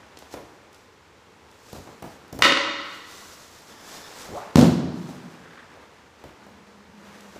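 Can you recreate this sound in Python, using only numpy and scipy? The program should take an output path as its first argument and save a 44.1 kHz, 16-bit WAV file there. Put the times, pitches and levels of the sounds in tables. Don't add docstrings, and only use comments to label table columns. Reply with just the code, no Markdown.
import sys
import numpy as np
from scipy import signal
from scipy.fft import rfft, irfft, next_fast_len
from scipy.io import wavfile
from scipy.ndimage import uniform_filter1d, map_coordinates

SR = 44100
rng = np.random.default_rng(int(sys.argv[2]) if len(sys.argv) > 2 else 0)


def wav_out(sig):
    wavfile.write(sys.argv[1], SR, np.round(np.clip(np.atleast_2d(sig).T, -1, 1) * 32767).astype(np.int16))


N = 326207

# freq_hz, t60_s
HALL_DECAY = [(60, 0.47), (110, 1.07), (160, 1.57), (200, 1.52), (250, 0.92), (315, 1.63), (550, 0.97),
              (1150, 1.5), (2200, 1.22), (4000, 1.315), (7000, 0.86), (14000, 0.28)]
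# freq_hz, density_db
VENT_SPECTRUM = [(15, -52.5), (25, -42), (77, -1), (146, -9.5), (196, -8), (286, -10), (462, -4),
                 (621, -14), (691, -20), (856, -7.5), (1210, -12), (1720, -14.5), (2430, -17),
                 (3010, -19.5), (7500, -27.5), (9000, -35), (15000, -42.5)]
# peak_s, level_db, rise_s, release_s
CLOTH_STROKES = [(0.2, -61, .04, .2), (0.333, -47, 0.035, 0.043), (0.4, -61, .08, 0.26),
                 (0.75, -63, .03, .2), (1.725, -51, 0.18, 0.29), (2.11, -55.5, .08, 0.15),
                 (2.95, -52.5, 0.19, 0.18), (3.11, -47.5, 0.085, 0.78), (3.28, -53, 0.24, 0.71),
                 (3.7, -57, .15, 0.21), (3.88, -48, 0.087, .3), (3.96, -46, 0.18, 0.28),
                 (4.21, -45, 0.14, 0.2), (4.375, -47.5, 0.054, 0.087), (4.98, -56.5, 0.093, 0.32),
                 (5.1, -53.5, 0.095, 0.17), (5.32, -62, 0.073, 0.25), (7.08, -62.5, 0.11, 0.55),
                 (7.35, -58.5, .4, .9)]
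# time_s, level_db
FOLD_LEVELS = [(0, -51), (.6, -56), (.9, -60.5), (1.45, -56), (2.3, -52), (3.4, -61.5), (3.78, -49.5),
               (3.95, -47), (4.5, -44), (4.9, -48), (5.8, -51.5), (6.1, -55.5), (6.3, -52), (6.95, -55.5),
               (7.08, -48), (7.4, -49.5)]
# freq_hz, density_db
SWISH_SPECTRUM = [(500, 2), (2000, -4.5), (4000, 4), (6000, 4.5), (7800, 2), (8800, -5), (12000, -5),
                  (15000, -10.5)]
FOLD_SPECTRUM = [(60, -21), (200, 2), (450, 2.5), (1100, 1), (1800, -2.5), (3000, -9.5), (6000, -15.5),
                 (15000, -34)]
# start_s, level_db, edge_hz
TOE_FLICKS = [(0.172, -37, 5500), (0.189, -45, 14000), (0.223, -34, 2200), (0.729, -52.5, 12000),
              (0.745, -49, 9100), (1.514, -52.5, 10000), (2.28, -54, 12000), (7.207, -47, 12000)]
# start_s, pat_db, weight_db, tick_db, heel_to_ball_s
FOOTFALLS = [(0.338, -29.5, -46, -39, .033), (1.728, -34.5, -40.5, -37, 0.023),
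             (1.872, -35.5, -58, -55, .017), (2.023, -31, -44, -38, .017), (2.326, -34, -38, -34.5, 0.019),
             (2.389, -28, -37, -29.5, 0.013), (4.286, -38, -40.5, -54, 0.016),
             (5.088, -37.5, -58, -48, .02), (5.769, -46, -58, -62, .02), (6.238, -36, -47, -47, .012),
             (6.465, -43.5, -61, -55, .02), (7.359, -37.5, -53, -53, .02)]
# freq_hz, density_db
WEIGHT_SPECTRUM = [(20, -25), (75, -1.5), (130, -3.5), (250, -4.5), (700, -43), (2000, -88)]
PAT_SPECTRUM = [(100, -19), (220, 0.5), (320, 2.5), (440, 1.5), (620, 2), (900, -3), (1400, -11.5),
                (2400, -17), (4500, -25.5), (12000, -43)]
TICK_SPECTRUM = [(1000, -25), (2500, -6), (5500, -0.5), (9000, -5.5), (15000, -4.5)]
# start_s, level_db
SWORD_HITS = [(2.4219, -0.5)]
# pitch_hz, level_db, t60_s
SWORD_MODES = [(302, -10, 0.089), (557, -14, 0.12), (1119, -18, 0.042), (1263, -11.5, 0.043),
               (1710, -7.5, 0.023), (1983, -0.5, 0.03), (2074, -4, 0.049), (2410, -17, .04),
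               (2865, -2.5, 0.026), (3120, -18, 0.046), (3630, -4.5, 0.027), (4180, -21, 0.016),
               (5300, -14, 0.009)]
# freq_hz, density_db
CRACK_SPECTRUM = [(150, -35), (300, -21), (450, -4), (750, -6), (1150, 5), (2200, -1.5), (4200, -4),
                  (6000, -11.5), (8500, -22), (15000, -33)]
# delay_s, level_db
WALL_ECHOES = [(0.031, -5), (0.0481, -15), (0.0997, -7), (0.1493, -11.5), (0.251, -35)]
# peak_s, level_db, rise_s, release_s, rib_hz, overtone_step_db, speed_spread (0-1)
CLOTH_SLIDES = [(4.03, -50.5, 0.45, 0.2, 1750, 0, .045), (5.5, -51.5, 0.19, 0.44, 1600, -11, .2)]
# time_s, slip_hz, level_db
SKID_PATH = [(4.279, 390, -50), (4.319, 400, -46), (4.351, 550, -35.5), (4.381, 690, -31),
             (4.409, 780, -45), (4.452, 1000, -43.5)]
# start_s, thud_db, slap_db
LANDINGS = [(4.5570, 2.5, 3), (4.5700, -2, -5.5), (4.5828, 3, -22), (4.5913, -7.5, -3), (4.6120, -4.5, -5),
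            (4.6280, -0.5, -13)]
# pitch_hz, level_db, t60_s
MAT_MODES = [(94.4, -21, 0.22), (141, -14, 0.096), (171.6, 0.5, 0.048), (238.5, -3, 0.082), (500, -8, 0.01)]
# freq_hz, density_db
SLAP_SPECTRUM = [(30, -42), (150, -25), (380, 3.5), (600, 5), (1150, -0.5), (2200, -9.5), (4300, -7.5),
                 (7000, -13), (10000, -21), (15000, -26)]


def amp(db):
    return 10 ** (np.asarray(db) / 20)


def unit(x):
    return x / np.sqrt(np.mean(x ** 2) + 1e-20)


def along(points, hz):
    freqs, values = np.transpose(points)
    return np.interp(np.log(hz + 1), np.log(freqs + 1), values)


def clock(size):
    return np.arange(size) / SR


def swell(times_s, levels_db):
    return uniform_filter1d(amp(np.interp(clock(N), times_s, levels_db, left=-120, right=-120)), size=600)


def wobble(rate):
    return map_coordinates(rng.standard_normal(int(N * rate / SR) + 4), [clock(N) * rate])


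def coloured(x, spectrum):
    size = 8192
    gain = amp(along(spectrum, np.fft.rfftfreq(size, 1 / SR)))
    cepstrum = irfft(np.log(gain))
    cepstrum[1:size // 2] *= 2
    cepstrum[size // 2 + 1:] = 0
    impulse = irfft(np.exp(rfft(cepstrum)))
    return signal.fftconvolve(x, impulse / np.linalg.norm(impulse))[:len(x)]


def tapered(x, edge_hz, kind="low"):
    return signal.sosfilt(signal.butter(2, min(edge_hz, SR / 3), kind, fs=SR, output="sos"), x)


def add(track, start_s, sound):
    start = max(0, round(start_s * SR))
    track[start:start + len(sound)] += sound[:max(0, N - start)]


def burst(spectrum, t60):
    fade = amp(-60 * clock(SR // 2) / t60)
    bins = rfft(fade * rng.standard_normal(len(fade)))
    flat = irfft(bins / (np.abs(bins) + 1e-12), len(fade)) * fade ** (1 / 10)
    return unit(coloured(flat, spectrum)) * np.sqrt(np.mean(fade ** 2))


def ring(modes, scatter_db, detune):
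    t = clock(SR // 2)
    return sum(amp(db + scatter_db * rng.normal() - 60 * t / t60)
               * np.cos(2 * np.pi * hz * (1 + detune * rng.normal()) * t)
               for hz, db, t60 in modes)


def stroke(peak_s, level_db, rise_s, release_s, depth_db=14.5):
    t = clock(N) - peak_s
    return amp(level_db - depth_db * np.maximum(-t / rise_s, t / release_s))


def in_hall(x, near_db, far_db, near_t60, build_s, direct_db=0):
    t = clock(3 * SR // 2)
    hz, frame_s, bins = signal.stft(rng.standard_normal(len(t)), SR, nperseg=512)
    decay = amp(-60 * frame_s / along(HALL_DECAY, hz)[:, None])
    far = signal.istft(bins * decay, SR, nperseg=512)[1][:len(t)]
    near = rng.standard_normal(len(t)) * amp(-60 * t / near_t60)
    density = np.clip((t / (3 * build_s)) ** 2, .003, 1)
    arrivals = (rng.random(len(t)) < density) / np.sqrt(density)
    onset = 1 - np.exp(-(t / build_s) ** 2)
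    echoes = amp(near_db) * near / np.linalg.norm(near) + amp(far_db) * far / np.linalg.norm(far)
    response = arrivals * onset * echoes
    response[0] = amp(direct_db)
    return signal.fftconvolve(x, response)


def ventilation(level_db=-54.5):
    return amp(level_db) * unit(coloured(rng.standard_normal(N), VENT_SPECTRUM))


def cloth_rustle():
    fibres = lambda clump_db: rng.standard_normal(N) * amp(clump_db * wobble(500))
    motion = np.sqrt(sum(stroke(*row) ** 2 for row in CLOTH_STROKES))
    swish = unit(coloured(fibres(clump_db=1.0), SWISH_SPECTRUM)) * motion
    fold_gain = np.hypot(swell(*np.transpose(FOLD_LEVELS)), amp(-1) * motion)
    folds = unit(coloured(fibres(clump_db=1.4), FOLD_SPECTRUM)) * fold_gain
    flapping = amp(.7 * wobble(30))
    return flapping * (swish * amp(0.25) + folds * amp(-1.1))


def bare_feet(ball_db=-4):
    out = np.zeros(N)
    settle = 1 - np.exp(-clock(SR // 2) / 0.0021)
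    weight = lambda db: amp(db + 4.5) * burst(WEIGHT_SPECTRUM, t60=0.091)
    pat = lambda db: amp(db + 3.5) * burst(PAT_SPECTRUM, t60=0.039)
    tick = lambda db: amp(db + 4.5) * burst(TICK_SPECTRUM, t60=0.018)
    at_mic = lambda touch: in_hall(settle * touch, near_db=2, far_db=-6, near_t60=0.31, build_s=0.015)
    for start_s, pat_db, weight_db, tick_db, heel_to_ball_s in FOOTFALLS:
        heel = weight(weight_db) + pat(pat_db) + tick(tick_db)
        add(out, start_s, at_mic(heel))
        ball = amp(ball_db) * (weight(weight_db) + pat(pat_db))
        add(out, start_s + heel_to_ball_s, at_mic(ball))
    for start_s, level_db, edge_hz in TOE_FLICKS:
        flick = tapered(tick(level_db) + pat(level_db - 10), edge_hz)
        add(out, start_s, in_hall(flick, near_db=-2.5, far_db=-12, near_t60=0.44, build_s=0.0099))
    return out


def sword_clash():
    out = np.zeros(N)
    for start_s, level_db in SWORD_HITS:
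        low_modes = ring(SWORD_MODES[:2], scatter_db=2.5, detune=.001)
        high_modes = ring(SWORD_MODES[2:], scatter_db=2.2, detune=0.0015)
        hollow = amp(level_db - 9.5) * tapered(low_modes, edge_hz=2000)
        clack = amp(level_db - 7.5) * tapered(high_modes, edge_hz=2480)
        clack += amp(level_db - 5) * burst(CRACK_SPECTRUM, t60=0.029)
        bloom = in_hall(hollow, near_db=10, far_db=3, near_t60=0.54, build_s=0.031, direct_db=-22)
        add(out, start_s, bloom)
        add(out, start_s, in_hall(clack, near_db=6.5, far_db=2.5, near_t60=0.22, build_s=.017))
        for delay_s, echo_db in WALL_ECHOES:
            add(out, start_s + delay_s, amp(echo_db) * tapered(hollow + clack, edge_hz=7200))
    return out


def cloth_slides():
    out = np.zeros(N)
    for peak_s, level_db, rise_s, release_s, rib_hz, overtone_step_db, speed_spread in CLOTH_SLIDES:
        phase = 2 * np.pi * np.cumsum(rib_hz * (1 + speed_spread * wobble(900))) / SR
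        zip_tone = sum(amp(overtone_step_db * k) * np.sin(k * phase) for k in (1, 2, 3))
        out += unit(zip_tone * wobble(120)) * stroke(peak_s, level_db, rise_s, release_s)
    return out


def foot_skid():
    times_s, slip_hz, levels_db = np.transpose(SKID_PATH)

    def slips(ratio):
        rate_hz = ratio * np.interp(clock(N), times_s, slip_hz) * (1 + .14 * wobble(500))
        return np.sin(2 * np.pi * np.cumsum(rate_hz) / SR)

    grip = amp(2 * wobble(250))
    squeak = slips(ratio=0.96) + amp(-5) * slips(ratio=1.5)
    rub = amp(0.5) * unit(squeak * grip) * swell(times_s, levels_db)
    return in_hall(rub, near_db=-4, far_db=-9, near_t60=.4, build_s=.015)[:N]


def body_fall():
    out = np.zeros(N)
    for start_s, thud_db, slap_db in LANDINGS:
        mat = ring(MAT_MODES, scatter_db=3.5, detune=0.013)
        thud = amp(thud_db - 7) * tapered(mat, edge_hz=540)
        thud = tapered(thud, edge_hz=80, kind="high")
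        slap = amp(slap_db - 10) * burst(SLAP_SPECTRUM, t60=0.013)
        add(out, start_s, in_hall(thud, near_db=0.5, far_db=-6, near_t60=0.29, build_s=0.018))
        add(out, start_s, in_hall(slap, near_db=2.5, far_db=-7.5, near_t60=0.42, build_s=.016))
    return out


def hum(start_s=6.36, attack_s=0.044, pitch_hz=204, start_db=-58, growth_db_per_s=7.5, roughness=.6):
    phase = 2 * np.pi * np.cumsum(pitch_hz * (1 + 0.02 * wobble(30))) / SR
    beating = wobble(70) * np.sin(phase) + wobble(98) * np.cos(phase)
    tone = unit(np.sin(phase) + roughness * beating)
    age_s = clock(N) - start_s
    growth = np.clip(age_s / attack_s, 0, 1) * amp(start_db + growth_db_per_s * age_s)
    return growth * amp(1.1 * wobble(4.8)) * tone


def scene():
    impacts = sword_clash() + body_fall() + bare_feet()
    friction = foot_skid() + cloth_rustle() + cloth_slides()
    return (impacts + friction + ventilation() + hum())[None]


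def record(dry):
    ceiling, top_hz = .95, 15500
    rounded = dry / (1 + np.abs(dry / ceiling) ** 4) ** (1 / 4)
    size = next_fast_len(N + SR // 2)
    in_band = np.fft.rfftfreq(size, 1 / SR) < top_hz
    return irfft(rfft(rounded, size) * in_band, size)[..., :N]


dry = scene()
out = record(dry)
wav_out(out)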